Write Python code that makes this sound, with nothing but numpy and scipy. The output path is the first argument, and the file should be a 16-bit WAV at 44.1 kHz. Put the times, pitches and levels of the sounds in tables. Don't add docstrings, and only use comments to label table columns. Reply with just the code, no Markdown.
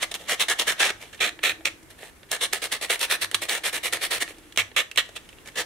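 import sys
import numpy as np
from scipy import signal
from scipy.fft import rfft, irfft, next_fast_len
from scipy.io import wavfile
from scipy.ndimage import uniform_filter1d

SR = 44100
rng = np.random.default_rng(int(sys.argv[2]) if len(sys.argv) > 2 else 0)


def waveform_to_disk(signal):
    frames = np.transpose(np.atleast_2d(signal))
    scaled = np.clip(frames, -1, 1) * 32767
    samples = np.round(scaled).astype(np.int16)
    wavfile.write(sys.argv[1], SR, samples)


N = 249165


def undb(db):
    return 10 ** (np.asarray(db) / 20)


def unit(x):
    return x / np.sqrt(np.mean(x ** 2) + 1e-18)


def look_up(hz, table, column=1):
    table = np.array(table)
    return np.interp(np.log(hz + 1), np.log(table[:, 0]), table[:, column])


def wander(size, rate_hz):
    step = max(int(SR / rate_hz), 2)
    held = np.repeat(rng.standard_normal(size // step + 1), step)
    return 0.94 * uniform_filter1d(held, step)[:size]


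# frequency in Hz, how alike left and right are (1 = the same) for near sound, for room sound.
LIKENESS = [(60, 0.84, 0.85), (150, 0.55, 0.39), (300, 0.96, 0.48), (690, 0.95, 0.6), (1410, 0.84, 0.15),
            (2980, 0.41, 0.03), (7000, 0.32, .05), (15000, 0.34, .05)]
# frequency in Hz, how far the left wave runs ahead of the right in radians.
LEFT_LEAD = [(300, 0.13), (2200, 0.044), (3600, 0.012), (5100, 0.74), (8500, 0.61), (11000, 1.34),
             (15000, 0.81)]

def stereo(noises, hz, diffuse=False):
    mid, side = rfft(noises)
    alike = look_up(hz, LIKENESS, 2 if diffuse else 1)
    lead = np.exp(.5j * look_up(hz, LEFT_LEAD))
    mid, side = np.sqrt((1 + alike) / 2) * mid, np.sqrt((1 - alike) / 2) * side
    return np.array([(mid + side) * lead, (mid - side) / lead])


# frequency in Hz, relative strength of the hush there in dB.
HUSH_SHAPE = [(15, -40.5), (25, 1.5), (185, -9), (344, -6.5), (677, -15.5), (1400, -16), (1560, -16),
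              (2220, -15), (2910, -24.5), (4740, -26), (10700, -23), (16000, -33.5)]

def hush(level_db=-52, swell_db=1.2):
    hz = np.arange(N // 2 + 1) * SR / N
    spectrum = stereo(rng.standard_normal((2, N)), hz, diffuse=True)
    noise = irfft(spectrum * undb(look_up(hz, HUSH_SHAPE)), N)
    return unit(noise) * undb(level_db + swell_db * wander(N, rate_hz=4.81))


# time in seconds, level of the hum in dB.
HUM_LEVELS = [(0, -58.5), (1.1, -68), (1.3, -55.5), (1.84, -54.5), (2.0, -81), (2.4, -64.5), (4.0, -59),
              (4.46, -55), (4.75, -78), (5.2, -77), (5.65, -70)]

def hum(pitch_hz=323, width_hz=33):
    hz = np.arange(N // 2 + 1) * SR / N
    spectrum = stereo(rng.standard_normal((2, N)), hz)
    band = irfft(spectrum * np.exp(-((hz - pitch_hz) / width_hz) ** 2), N)
    return unit(band) * undb(np.interp(np.arange(N) / SR, *np.transpose(HUM_LEVELS)))


# start and end in seconds of a spell on a nail's free edge, its overhanging tip.
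EDGE_SPELLS = [(1.1, 1.8), (4.5, 5.2)]
FIRST_FACE, EDGE, SECOND_FACE = 0, 1, 2

def place_at(seconds):
    if any(start < seconds < end for start, end in EDGE_SPELLS):
        return EDGE
    return SECOND_FACE if 1.85 < seconds < 4.4 else FIRST_FACE


def resonance(hz, modes, tunings):
    total = 0
    for k, ((pitch, width, db), tuning) in enumerate(zip(modes, tunings)):
        damping = 1j * hz * width
        total = total + (-1) ** k * undb(db) * damping / ((pitch * tuning) ** 2 - hz ** 2 + damping)
    return unit(np.abs(total)) * np.exp(1j * np.angle(total))


# pitch in Hz, width in Hz,
# then relative level in dB on the first nail's face, on a free edge, on the second nail's face.
NAIL_MODES = [(1058, 620, -1.5, -39, -7.5), (1264, 290, 4, -8, -1.5), (1820, 222, 5, 0, 0),
              (2327, 206, 5, -1, 1), (2714, 214, 5.5, -0.5, 1.5), (3370, 590, 5, -2, 0),
              (4260, 570, -1.5, -8.5, -3)]
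BLOCK_MODES = [(196, 63, -8, -9.5, -14), (334, 95, -3, -5, -3), (509, 175, 3.5, 2, 1.5),
               (823, 300, -0.5, -4, -4)]
GRIT_BANDS = [(5400, 2050, 0.5, -3, -3), (7320, 2090, 4, 2, 1.5), (8800, 2110, 3, 0, 2.5),
              (11270, 1980, -2, -6, -2.5), (13900, 3000, -10.5, -13, -11)]

def ring(forces, place, thud_db, hiss_db, pan_db, pitch_hz, boost_db, tunings):
    size = forces.shape[-1]
    hz = np.arange(size // 2 + 1) * SR / size
    nail = [(f, width, db[place] + boost_db * np.exp(-(np.log(f / pitch_hz) / 0.16) ** 2))
            for f, width, *db in NAIL_MODES]
    block = [(f, width, db[place]) for f, width, *db in BLOCK_MODES]
    grit = [(f, width, db[place]) for f, width, *db in GRIT_BANDS]
    lean = np.array([[.5], [-.5]])
    responses = (resonance(hz, nail, tunings[:7]) * undb(pan_db * lean),
                 resonance(hz, block, tunings[7:11]) * undb(thud_db),
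                 resonance(hz, grit, tunings[11:]) * undb(hiss_db + (pan_db + 2.0) * lean))
    return irfft(sum(stereo(force, hz) * response for force, response in zip(forces, responses)), size)


# thud in dB and hiss in dB against the nail's ring, pan (left minus right) in dB.
BALANCE = [(-11, -4, -1.4), (-13.5, -8, -3.5), (-12.5, -3, -2)]
# start in seconds, rise in ms, rubbing time in ms, level in dB as the block bites,
# level in dB mid-stroke, favoured pitch in Hz.
STROKES = [(0.005, 26, 14.5, -21.5, -24.5, 2010), (0.111, 3, 15, -31, -37.5, 3310),
           (0.139, 3, 20, -36, -31, 2990), (0.19, 1, 126, -45.5, -52, 3130),
           (0.273, 13.4, 60.7, -26.5, -22.5, 1800), (0.394, 3.9, 41.7, -20, -20.5, 3080),
           (0.483, 0.87, 51.5, -24.5, -21.5, 1880), (0.579, 12, 39.6, -24, -23, 2800),
           (0.664, 9.7, 56.3, -21, -22.5, 1860), (0.786, 12.6, 109, -18.5, -22, 2010),
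           (0.993, 23, 62, -41.5, -49.5, 2280), (1.127, 1.7, 32, -41.5, -48, 1440),
           (1.201, 2.4, 88.4, -21, -22, 2280), (1.425, 8.6, 84.7, -19.5, -21.5, 2340),
           (1.649, 1.6, 34, -26, -24, 2430), (1.893, 11, 27, -47, -51.5, 1860),
           (1.976, 6.2, 117, -50, -46, 1870), (2.308, 9.1, 50.6, -26, -28.5, 1840),
           (2.404, 7.4, 50, -25, -22, 3500), (2.525, 1.4, 55, -26.5, -31, 1930),
           (2.614, 8.4, 46, -28.5, -28, 1630), (2.714, 5.2, 51.6, -23.5, -30.5, 1730),
           (2.81, 1.9, 47, -32.5, -27.5, 2100), (2.892, 6.8, 60, -21.5, -24.5, 1940),
           (2.992, 21, 44.5, -23.5, -23, 2860), (3.094, 11.3, 53, -20, -22.5, 2070),
           (3.208, 6.8, 39, -24, -25, 1830), (3.344, 1.1, 17, -20.5, -26.5, 3700),
           (3.412, 6.4, 43, -28.5, -33, 2160), (3.482, 6.6, 98.4, -26.5, -26.5, 1990),
           (3.632, 5.5, 58, -27.5, -23.5, 2000), (3.724, 5.4, 55, -29, -27.5, 2000),
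           (3.827, 9.5, 49.5, -27.5, -26, 2110), (3.922, 3.6, 52.5, -24, -30, 2000),
           (4.002, 21, 47, -26, -25.5, 2030), (4.102, 7.1, 74.4, -24.5, -27, 1960),
           (4.197, 7.5, 28.5, -30, -22.5, 1820), (4.266, 1, 52, -54, -41.5, 2420),
           (4.572, 2.3, 41.4, -24, -19.5, 2500), (4.761, 2.2, 52.7, -18, -18.5, 2820),
           (4.973, 1.24, 32.7, -14.5, -18.5, 3170), (5.15, 3.8, 21.7, -41, -31, 2900),
           (5.445, 9.4, 45, -52, -45, 1770), (5.553, 2.4, 68, -33, -24.5, 1860)]

def strokes(graze_ms=20, fall_ms=14.7, grain_db=3.6, chatter_db=2.6, surge_db=2.0, detune=.025):
    size = 8192
    out = np.zeros((2, N + SR))
    all_tunings = 1 + detune * rng.standard_normal((len(STROKES), 16))
    for (start, rise_ms, rub_ms, bite_db, middle_db, pitch_hz), tunings in zip(STROKES, all_tunings):
        place = place_at(start)
        graze_db, chatter_hz = (bite_db - 30, 600) if place == EDGE else (bite_db - 20, 250)
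        pressure_db = max((bite_db + middle_db) / 2, -32.5) + 26
        extra_ms = rub_ms - 48
        thud_db, hiss_db, pan_db = BALANCE[place]
        thud_db += -0.69 * pressure_db + 0.047 * extra_ms
        hiss_db += -0.21 * pressure_db - 0.0176 * extra_ms
        eased_db = middle_db - 4.5
        corners_ms = np.cumsum([0, graze_ms, rise_ms, rub_ms / 6, rub_ms / 3, rub_ms / 3, rub_ms / 6,
                                fall_ms, 5])
        corners_db = [graze_db - 8, graze_db, bite_db - 1.5, bite_db, middle_db,
                      eased_db, eased_db - 3, eased_db - 24, -120]
        level_db = np.interp(np.arange(size) * 1000 / SR, corners_ms, corners_db)
        grains = grain_db * np.minimum(rng.exponential(size=size), 4)
        chatter = chatter_db * wander(size, chatter_hz)
        slips = undb(grains + chatter + surge_db * wander(size, rate_hz=70))
        slips /= np.sqrt(uniform_filter1d(slips ** 2, 900))
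        forces = unit(slips * rng.standard_normal((3, 2, size))) * undb(level_db)
        forces[2] *= undb(0.18 * (level_db - level_db.max()))
        i = int(start * SR)
        out[:, i:i + size] += ring(forces, place, thud_db, hiss_db, pan_db, pitch_hz,
                                   boost_db=4.5, tunings=tunings)
    return out[:, int(graze_ms * SR / 1000):][:, :N]


# frequency in Hz, seconds the echo takes to fade by 60 dB, level in dB.
ECHO_BANDS = [(300, 0.47, -12.5), (980, 0.28, -8), (2500, 0.23, -13), (6000, 0.28, -11),
              (12000, 0.14, -10.5)]

def echo(near, onset_ms=4):
    size = next_fast_len(N + SR)
    t = np.arange(SR) / SR
    hz = np.arange(SR // 2 + 1.)
    onset = 1 - np.exp(-t * 1000 / onset_ms)
    tail = 0
    for centre_hz in 180 * 2. ** np.arange(7):
        spectrum = stereo(rng.standard_normal((2, SR)), hz, diffuse=True)
        band = irfft(spectrum * np.exp(-(np.log2((hz + 1) / centre_hz) / 0.74) ** 2), SR)
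        shape = onset * np.exp(-np.log(1000) * t / look_up(centre_hz, ECHO_BANDS))
        gain = undb(look_up(centre_hz, ECHO_BANDS, column=2))
        tail = tail + gain * band * shape / np.sqrt(np.sum(shape ** 2))
    return irfft(rfft(tail, size) * rfft(near.mean(axis=0), size), size)[:, :N]


# start in seconds, peak level in dB, favoured pitch in Hz,
# then the block's thud in dB and the grit's tick in dB against the nail's ring.
KNOCKS = [(0.0275, -13, 2360, -7, -2), (0.1406, -15, 3140, -26, -2), (0.1535, -22, 3300, -22, -2),
          (0.2949, -14, 1720, -19, 0), (0.4874, -14, 3520, -11, -6), (0.4979, -11, 3550, -26, 8),
          (0.596, -7.5, 3260, -26, -2), (0.6777, -12.5, 1820, -21, -20), (0.8518, -9, 1760, -24, -1),
          (0.9025, -14, 1730, -3.5, -9), (1.1454, -29.5, 1850, -22, -5), (1.192, -29.5, 2830, -10, -27),
          (1.3899, -29, 1640, -6, -23), (1.4365, -12.5, 2380, -30, -22), (1.6076, -35.5, 1490, 1, -21),
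          (1.6545, -5.5, 2270, -31, -9), (1.8294, -43, 3530, -5, 5), (2.0296, -28.5, 1860, -2, -23),
          (2.231, -37, 1820, -8, -20), (2.3152, -9.5, 3220, -9, 8), (2.5318, -5.5, 2140, -4.5, 3),
          (2.9001, -13, 1810, -9, -14), (2.993, -20, 4170, -20, 13), (3.3136, -18.5, 1590, -15, -1.5),
          (3.329, -32, 4340, 9, -12), (3.3446, -2.5, 3790, -19, -6.5), (3.494, -10, 3800, -19, -5),
          (3.9335, -9.5, 1930, -22, 1), (4.222, -17, 1850, -4.5, -18), (4.2773, -25.5, 2050, -9, -12),
          (4.306, -32.5, 2600, -3, -15), (4.3834, -35.5, 2360, 7, 5), (4.5233, -30.5, 3420, -30, -5),
          (4.5604, -25.5, 3150, -15, -5), (4.574, -4, 3070, -14, -3), (4.590, -10, 2280, -18, -11),
          (4.715, -34.5, 1580, -5, -20), (4.9135, -24, 2620, -30, -6), (4.9591, -21.5, 2290, -11, -2),
          (5.0903, -32.5, 1770, -6, -7), (5.2896, -35, 2900, -19, -5), (5.328, -39.5, 2480, -5, -12),
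          (5.3847, -37, 2800, -6, -12), (5.4585, -34.5, 2300, -7, 0), (5.474, -28.5, 1610, -12, 1),
          (5.4852, -29.5, 1780, -8, -11)]

def knocks(rattle_ms=2.87, rise_ms=0.494, blow=5, detune=0.027):
    size = 2048
    ms = np.arange(size) * 1000 / SR
    onset = 1 - np.exp(-ms / rise_ms)
    out = np.zeros((2, N + SR))
    all_tunings = 1 + detune * rng.standard_normal((len(KNOCKS), 16))
    for (start, peak_db, pitch_hz, thud_db, tick_db), tunings in zip(KNOCKS, all_tunings):
        decay_ms = rattle_ms * undb(-0.14 * peak_db)
        forces = rng.standard_normal((3, 2, size)) * onset * np.exp(-ms / decay_ms)
        forces[:, 0] += blow * np.exp(-((ms - rise_ms) * SR / 1000) ** 2)
        knock = ring(forces, place_at(start), thud_db, tick_db, pan_db=-3.5, pitch_hz=pitch_hz,
                     boost_db=8.5, tunings=tunings)
        i = int(start * SR)
        out[:, i:i + size] += knock * undb(peak_db) / np.abs(knock.mean(axis=0)).max()
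    return out[:, :N]


# time in seconds, level in dB.
RUSTLES = [
    [(0.9, -64), (0.966, -55), (1.2, -62)],
    [(1.7, -46), (1.734, -69), (2.084, -62), (2.31, -70)],
    [(4.26, -53), (4.33, -57), (4.57, -62)],
    [(5.05, -55), (5.284, -58.5), (5.398, -62), (5.56, -63)],
]

def finger_rustle(crackle_db=4.5):
    size = 32768
    out = np.zeros((2, N + SR))
    for rows in RUSTLES:
        times, levels_db = np.transpose(rows)
        start = times[0]
        level_db = np.interp(start + np.arange(size) / SR, times, levels_db, right=-120)
        level_db += crackle_db * wander(size, rate_hz=120)
        forces = rng.standard_normal((3, 2, size)) * undb(level_db)
        i = int(start * SR)
        out[:, i:i + size] += ring(forces, place_at(start), thud_db=-17, hiss_db=-6, pan_db=-2.2,
                                   pitch_hz=2950, boost_db=4.3, tunings=np.ones(16))
    return out[:, :N]


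# start in seconds, strength of the jolt in dB.
JOLTS = [(0.913, -49), (1.482, -50.5), (1.651, -50), (2.292, -60), (3.218, -45), (3.341, -44), (3.898, -52),
         (4.147, -50), (4.585, -41), (4.957, -48)]

def table_thumps(pitch_hz=101.3, fade_s=0.42, rise_ms=12):
    t = np.arange(N) / SR
    out = 0
    for start, strength_db in JOLTS:
        age = np.maximum(t - start, 0)
        onset = 1 - np.exp(-age * 1000 / rise_ms)
        fade = np.exp(-np.log(1000) * age / fade_s)
        out = out + undb(strength_db) * onset * fade * np.sin(2 * np.pi * pitch_hz * age)
    return out


def scene():
    near = strokes() + knocks() + finger_rustle()
    return near + echo(near) + table_thumps() + hush() + hum()


def record(dry):
    bass_cut = signal.butter(2, 35, "highpass", fs=SR, output="sos")
    treble_cut = signal.ellip(12, .2, 90, 15720, fs=SR, output="sos")
    clipped = np.clip(signal.sosfilt(bass_cut, dry), -.85, .85)
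    return signal.sosfilt(treble_cut, clipped)


dry = scene()
out = record(dry)
waveform_to_disk(out)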